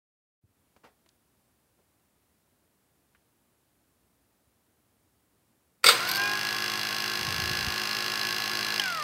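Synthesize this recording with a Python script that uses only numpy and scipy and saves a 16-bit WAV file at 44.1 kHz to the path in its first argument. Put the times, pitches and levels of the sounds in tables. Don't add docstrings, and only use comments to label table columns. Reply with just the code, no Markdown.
import sys
import numpy as np
from scipy import signal
from scipy.fft import rfft, irfft, next_fast_len
from scipy.io import wavfile
from scipy.ndimage import uniform_filter1d, map_coordinates

SR = 44100
rng = np.random.default_rng(int(sys.argv[2]) if len(sys.argv) > 2 else 0)


def master_out(mix):
    frames = np.transpose(np.atleast_2d(mix))
    ceiling = np.clip(frames, -1, 1)
    pcm = np.round(ceiling * 32767).astype(np.int16)
    wavfile.write(sys.argv[1], SR, pcm)


N = 398223
ON_S, OFF_S = 5.84, 8.79
TOUCH_S = 8.2139
FULL_SPEED_HZ, MAINS_HZ = 53.031, 60


def motor():
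    speed = shaft_speed()
    pace = speed / FULL_SPEED_HZ
    coasting = after(OFF_S)
    turns = np.cumsum(speed) / SR
    turns -= turns[round(TOUCH_S * SR)]
    sound = rim_scrape(turns, pace) + lug_rattle(turns, pace, coasting) + air_rush(pace)
    sound += whine(turns, speed, coasting) + rotor(turns, speed, coasting)
    return after(ON_S) * (sound + mains_hum(turns) * (1 - coasting))


# speed to gain/Hz, time constant/s
SPIN_UP = [(40.35, .1167), (1.963, .6465)]

def shaft_speed(coast_s=.648):
    shortfall = sum(gap * np.exp(-elapsed(ON_S) / lag) for gap, lag in SPIN_UP)
    return (FULL_SPEED_HZ - shortfall) * np.exp(-elapsed(OFF_S) / coast_s)


# f/Hz, level/dB
SCRAPE_SPECTRUM = [(50, -19.5), (100, -11.5), (300, -5.5), (700, -12.5), (1000, -12.5), (1400, -10),
                   (2000, 4.5), (3200, -3.5), (3800, -0.5), (4500, 1), (5500, -1), (6400, -2),
                   (6800, -18.5), (9000, -20), (15500, -18.5)]
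# f/Hz, width/Hz, boost/dB
CHAMBER_MODES = [(730, 320, 4.2), (2037, 41, 5.7), (2490, 28, 6.3), (2768, 170, 14.7), (3030, 140, 8.7),
                 (3360, 78, 16.2), (4660, 320, 9.1), (5200, 240, 9.8), (6120, 110, 1.2), (7610, 1430, 10.3),
                 (8470, 290, 13.4), (10660, 1100, 12), (12500, 1400, 14.3), (14640, 440, 14.4)]

def rim_scrape(turns, pace, size=832):
    touch = contact(np.arange(size) / size, width=.064, tail_db=-13, fall_db=9)
    rim = touch * rng.standard_normal(size)
    for _ in range(30):
        local_rms = np.sqrt(np.abs(uniform_filter1d(rim ** 2, size=41, mode="wrap")))
        rim = rim * touch / local_rms
        rim = irfft(np.exp(1j * np.angle(rfft(rim))))
    scratch = map_coordinates(rim, [turns % 1 * size], order=5, mode="grid-wrap")
    scratch *= contact_force(turns, ripple_db=0, scatter_db=.7)
    return amp(-31) * pace ** 2.7 * colour(scratch, SCRAPE_SPECTRUM, CHAMBER_MODES)


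# f/Hz, level/dB
RATTLE_SPECTRUM = [(300, -35), (1200, -14.5), (2000, -8), (3200, -12), (4500, 9), (5500, -9.5), (6500, -14),
                   (8000, -14.5), (15500, -14)]
# f/Hz, width/Hz, boost/dB
TURNTABLE_MODES = [(2850, 300, 3), (4050, 470, 17.9), (5036, 430, 22.2), (13400, 440, 5)]

def lug_rattle(turns, pace, coasting, loosen_db_per_s=2.5):
    shake = contact(turns, width=.055, tail_db=-11, fall_db=12)
    shake *= contact_force(turns, ripple_db=3.5, scatter_db=1.3)
    rattle = colour(shake * rng.standard_normal(N), RATTLE_SPECTRUM, TURNTABLE_MODES)
    level_db = -45 + loosen_db_per_s * elapsed(ON_S) - 10 * coasting
    return amp(level_db) * pace ** 6.5 * rattle


def contact(turns, width, tail_db, fall_db):
    angle = (turns + .5) % 1 - .5
    ringing = amp(tail_db - fall_db * (turns % 1))
    return np.sqrt(np.exp(-(angle / width) ** 2) + ringing ** 2)


def contact_force(turns, ripple_db, scatter_db):
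    turn = np.floor(turns + .2).astype(int)
    turn -= turn.min()
    scatter = rng.standard_normal(turn.max() + 1)[turn]
    torque = np.cos(2 * np.pi * 2 * MAINS_HZ * (np.arange(N) / SR - TOUCH_S)) * (1 - after(OFF_S))
    angle = (turns + .5) % 1 - .5
    touching = np.exp(-(angle / .16) ** 2)
    return amp(touching * (ripple_db * torque + scatter_db * scatter))


# multiple of shaft speed, level/dB
WHINE_ORDERS = [(16, -14.5), (32, 0.5), (48, -9.5)]
# shaft speed/Hz, width/Hz, boost/dB
WHINE_SWELL = [(43.5, 8, 4.5), (50.59, 2.9, 9.5), (52.49, 0.83, -4.5)]

def whine(turns, speed, coasting):
    level_db = -40.5 + bumps(speed, WHINE_SWELL) * (1 - coasting) + 4.5 * coasting
    return amp(level_db) * wavering(turns, WHINE_ORDERS, slip=.0005, waver_db=1.8)


# f/Hz, level/dB
AIR_SPECTRUM = [(30, -50), (80, -21), (130, -11), (250, -10), (500, -8.5), (750, -4), (1000, -12.5),
                (1400, 2), (2000, -4), (2600, -4), (5000, -13.5), (8000, -18.5), (15500, -28)]
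# f/Hz, width/Hz, boost/dB
CAVITY_MODES = [(1046, 210, 10.7), (1578, 43, 3.5), (2330, 28, 1.7), (4170, 450, 10.2), (4900, 280, 10.8),
                (6100, 99, 11.8)]

def air_rush(pace, strain_s=.24):
    strain = amp(-27) * np.exp(-elapsed(ON_S) / strain_s)
    strength = np.hypot(amp(-37) * pace, strain)
    return strength * colour(rng.standard_normal(N), AIR_SPECTRUM, CAVITY_MODES)


# multiple of shaft speed, level/dB
SHAFT_ORDERS = [(2, -61.5), (3, -64), (4, -51), (30, -53.5)]
# multiple of shaft speed, level/dB
BEARING_ORDERS = [(6, -59), (8, -56), (14, -55.5), (15, -56.5), (18, -60), (20.5, -46), (22.6, -54),
                  (28, -58.5), (29.7, -51)]
# shaft speed/Hz, width/Hz, boost/dB
BEARING_SWELL = [(50.5, 2.35, 6.5)]

def rotor(turns, speed, coasting):
    pace = speed / FULL_SPEED_HZ
    bearing = pace ** 6.1 * wavering(turns, BEARING_ORDERS, slip=.0087, waver_db=2)
    resonance = amp(bumps(speed, BEARING_SWELL) * (1 - coasting))
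    return pace ** 2.1 * tones(turns, SHAFT_ORDERS) + resonance * bearing


# multiple of mains frequency, level/dB
HUM_ORDERS = [(2, -5), (8, -7.5)]

def mains_hum(turns, hum_db=-52, crest_s=8.055):
    cycles = MAINS_HZ * (np.arange(N) / SR - crest_s)
    line = amp(hum_db) * np.cos(2 * np.pi * 6 * cycles)
    bearing = amp(-55.5) * np.cos(2 * np.pi * 6.869 * (turns - turns[round(crest_s * SR)]))
    sideband = amp(-51.5) * np.sin(2 * np.pi * (32 * turns - 2 * cycles))
    harmonics = amp(hum_db) * wavering(cycles, HUM_ORDERS, slip=.0019, waver_db=1)
    return np.sqrt(2) * (line + bearing + sideband) + harmonics


# t/s, level/dB, emphasised f/Hz, T60/s
LUG_BLOWS = [(5.833, -42.5, 1490, .1), (5.841, -11.5, 1580, 0.056), (5.8603, -12.5, 1780, 0.053),
             (5.8654, -10.5, 4700, 0.056), (5.877, -16, 4000, 0.079), (5.8869, -9, 1340, 0.061),
             (5.895, -17.5, 3530, .1), (5.909, -21.5, 3000, .12)]
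# t/s, level/dB
LUG_CHATTER = [(6.079, -27), (6.089, -18), (6.097, -22), (6.114, -17), (6.149, -23), (6.158, -22),
               (6.168, -21.5)]

def lug_clanks():
    out = np.zeros(N)
    for s, db, hz, t60 in LUG_BLOWS:
        blow = steel_strike(hz, emphasis_db=7.5, treble_db=9, t60=t60)
        shudder = steel_strike(hz, emphasis_db=0, treble_db=9, t60=.3)
        add(out, s, amp(db) * (blow + amp(-14.5) * shudder))
    for s, db in LUG_CHATTER:
        add(out, s, amp(db) * steel_strike(hz=5030, emphasis_db=14.5, treble_db=27.5, t60=.022))
    return out


# f/Hz, level/dB
STRIKE_SPECTRUM = [(59, -53), (100, -24), (214, -34), (530, -12), (956, -16), (1370, -3), (1620, -13),
                   (2180, -2.5), (4020, -10.5), (4370, -7), (4660, -3), (6000, -17.5), (8410, -12),
                   (10400, -28), (15500, -25)]
# f/Hz, width/Hz, boost/dB
HOUSING_MODES = [(332, 100, 18), (488, 130, 14.5), (1350, 130, 4), (3680, 450, 9.5), (4680, 230, 4.5),
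                 (8430, 170, 8.5)]
# f/Hz, level/dB, T60/s
STEEL_MODES = [(1033.6, -7, 0.89), (2229, 1, 0.2), (3580, -27, 0.25), (3400, -29, 0.055), (4100, -18, .3),
               (4145, -10, 0.22), (4600, -4, 0.064), (4600, -7, .27), (6330, -19, 0.34), (7200, -26, .2),
               (8200, -37, 0.3), (8393, -42, 0.32)]

def steel_strike(hz, emphasis_db, treble_db, t60):
    t = np.arange(SR // 2) / SR
    peaks = HOUSING_MODES + [(hz, hz / 2, emphasis_db), (12500, 6000, treble_db)]
    crash = colour(rng.standard_normal(len(t)), STRIKE_SPECTRUM, peaks) * amp(-60 * t / t60)
    ring = np.zeros(len(t))
    for mode_hz, db, mode_t60 in STEEL_MODES:
        decay = amp(db + rng.normal(0, 3.5) - 60 * t / mode_t60)
        ring += decay * np.sin(2 * np.pi * (mode_hz * t + rng.random()))
    return (crash + amp(-17) * ring) * (1 - np.exp(-t / .00031))


# f/Hz, level/dB
SWITCH_SPECTRUM = [(200, -44), (900, -9), (3000, -12.5), (5500, -10), (8000, -21), (15000, -22)]
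# f/Hz, width/Hz, boost/dB
SWITCH_MODES = [(1780, 220, 13), (3070, 450, 17), (4200, 350, 9)]

def switch_click(at_s=8.7962, t60=.022):
    t = np.arange(SR // 10) / SR
    burst = rng.standard_normal(len(t)) * amp(-60 * t / t60)
    snap = colour(burst, SWITCH_SPECTRUM, SWITCH_MODES) * (1 - np.exp(-t / .00067))
    return amp(-32) * np.pad(snap, (round(at_s * SR), N))[:N]


# t/s, level/dB
HAND_THUMPS = [(.435, -57), (.484, -63), (7.277, -31), (7.38, -35), (7.42, -31), (7.504, -31), (7.668, -29)]
# t/s, level/dB, centre f/Hz, fall/(dB per octave), T60/s
FINGER_TICKS = [(0.763, -56, 296, 4.5, 0.057), (1.06, -58.5, 300, 4, 0.038), (1.089, -55, 4830, 16, .018),
                (1.788, -66, 300, 11, 0.13), (3.148, -60.5, 1700, 17, .06)]

def handling(thump_hz=88.6, thump_fall_db=16.5):
    grip_shift = after(7.18) - after(7.72)
    out = amp(-45) * grip_shift * rub(N, thump_hz, thump_fall_db)
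    for s, db in HAND_THUMPS:
        add(out, s, amp(db) * brief_rub(thump_hz, thump_fall_db, rise_s=.005, t60=.077))
    for s, db, hz, fall_db, t60 in FINGER_TICKS:
        add(out, s, amp(db) * brief_rub(hz, fall_db, rise_s=.00091, t60=t60))
    scuff = brief_rub(hz=540, fall_db=6.5, rise_s=.016, t60=.18)
    add(out, .83, amp(-53) * scuff)
    return out


def rub(size, hz, fall_db):
    hump = [(f, -fall_db * np.hypot(np.log2(f / hz), .5)) for f in np.geomspace(20, 15800, 40)]
    return colour(rng.standard_normal(size), hump, [(11000, 11000, -9)])


def brief_rub(hz, fall_db, rise_s, t60):
    t = np.arange(SR // 2) / SR
    swell = (1 - np.exp(-(t / rise_s) ** 2)) * amp(-60 * t / t60)
    return swell / swell.max() * rub(len(t), hz, fall_db)


# f/Hz, T60/s
ROOM_DECAY = [(200, 0.78), (2000, 0.56), (6000, 0.11), (14000, 0.7)]

def reverberation(x, delay_samples=220):
    hz, t, noise = signal.stft(rng.standard_normal(SR // 2), SR, nperseg=256)
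    decay = amp(-60 * t / along(ROOM_DECAY, hz)[:, None])
    tail = signal.istft(noise * decay, SR, nperseg=256)[1]
    return signal.fftconvolve(np.pad(x, (delay_samples, 0)), tail / np.linalg.norm(tail))[:N]


# f/Hz, level/dB
FLOOR_SPECTRUM = [(18, -51), (30, -9), (32, -12), (61, 1), (85, 0.5), (152, -3.5), (277, -2.5), (455, -8.5),
                  (874, -11.5), (2830, -19.5), (6210, -22), (9680, -18.5), (15500, -20.5)]

def room_tone(wake_s=.41, rise_s=.093):
    fade_in = 1 - np.exp(-elapsed(wake_s) / rise_s)
    return amp(-70.5) * colour(rng.standard_normal(N), FLOOR_SPECTRUM) * fade_in


def colour(x, spectrum, resonances=()):
    size = 2 * next_fast_len(len(x) // 2 + 4096)
    hz = np.fft.rfftfreq(size, 1 / SR)
    db = along(spectrum, hz) + bumps(hz, resonances)
    cepstrum = irfft(np.log(amp(db)))
    cepstrum[1:size // 2] *= 2
    cepstrum[size // 2 + 1:] = 0
    shaped = irfft(rfft(x, size) * np.exp(rfft(cepstrum)), size)[:len(x)]
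    return shaped / np.sqrt(np.mean(shaped ** 2) + 1e-20)


def tones(turns, orders):
    return sum(amp(db) * np.sqrt(2) * np.sin(2 * np.pi * (k * turns + rng.random())) for k, db in orders)


def wavering(turns, orders, slip, waver_db):
    return sum(tones(turns + slip * wobble(22), [order]) * amp(waver_db * wobble(20)) for order in orders)


def wobble(rate):
    return map_coordinates(rng.standard_normal(int(N * rate / SR) + 4), [np.arange(N) * rate / SR])


def bumps(at, peaks):
    return sum(boost * .5 ** ((2 * (at - centre) / width) ** 2) for centre, width, boost in peaks)


def along(points, hz):
    f, value = np.transpose(points)
    return np.interp(np.log(hz + 1), np.log(f + 1), value)


def amp(db):
    return 10 ** (np.asarray(db) / 20)


def after(s):
    return np.clip((np.arange(N) / SR - s) / .02, 0, 1)


def elapsed(s):
    return np.maximum(np.arange(N) / SR - s, 0)


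def add(out, s, sound):
    part = out[round(s * SR):][:len(sound)]
    part += sound[:len(part)]


# f/Hz, level/dB
STEREO_SPREAD = [(100, -36), (3000, -70.5), (6000, -52.5), (10000, -34), (15500, -29.5)]

def scene():
    clanks = lug_clanks()
    background = room_tone()
    mid = motor() + clanks + switch_click() + amp(-13.5) * reverberation(clanks) + handling() + background
    size = next_fast_len(N + SR)
    spread = amp(along(STEREO_SPREAD, np.fft.rfftfreq(size, 1 / SR)))
    side = irfft(rfft(mid, size) * 1j * spread, size)[:N]
    return np.array([mid + side, mid - side])


def record(dry, low_hz=52, top_hz=15800):
    highpass = signal.butter(N=3, Wn=low_hz, btype="highpass", fs=SR, output="sos")
    thin = signal.sosfilt(highpass, dry)
    size = next_fast_len(N + SR)
    passband = np.clip((top_hz - np.fft.rfftfreq(size, 1 / SR)) / 100 + .5, 0, 1)
    return irfft(rfft(thin, size) * passband, size)[:, :N]


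dry = scene()
out = record(dry)
master_out(out)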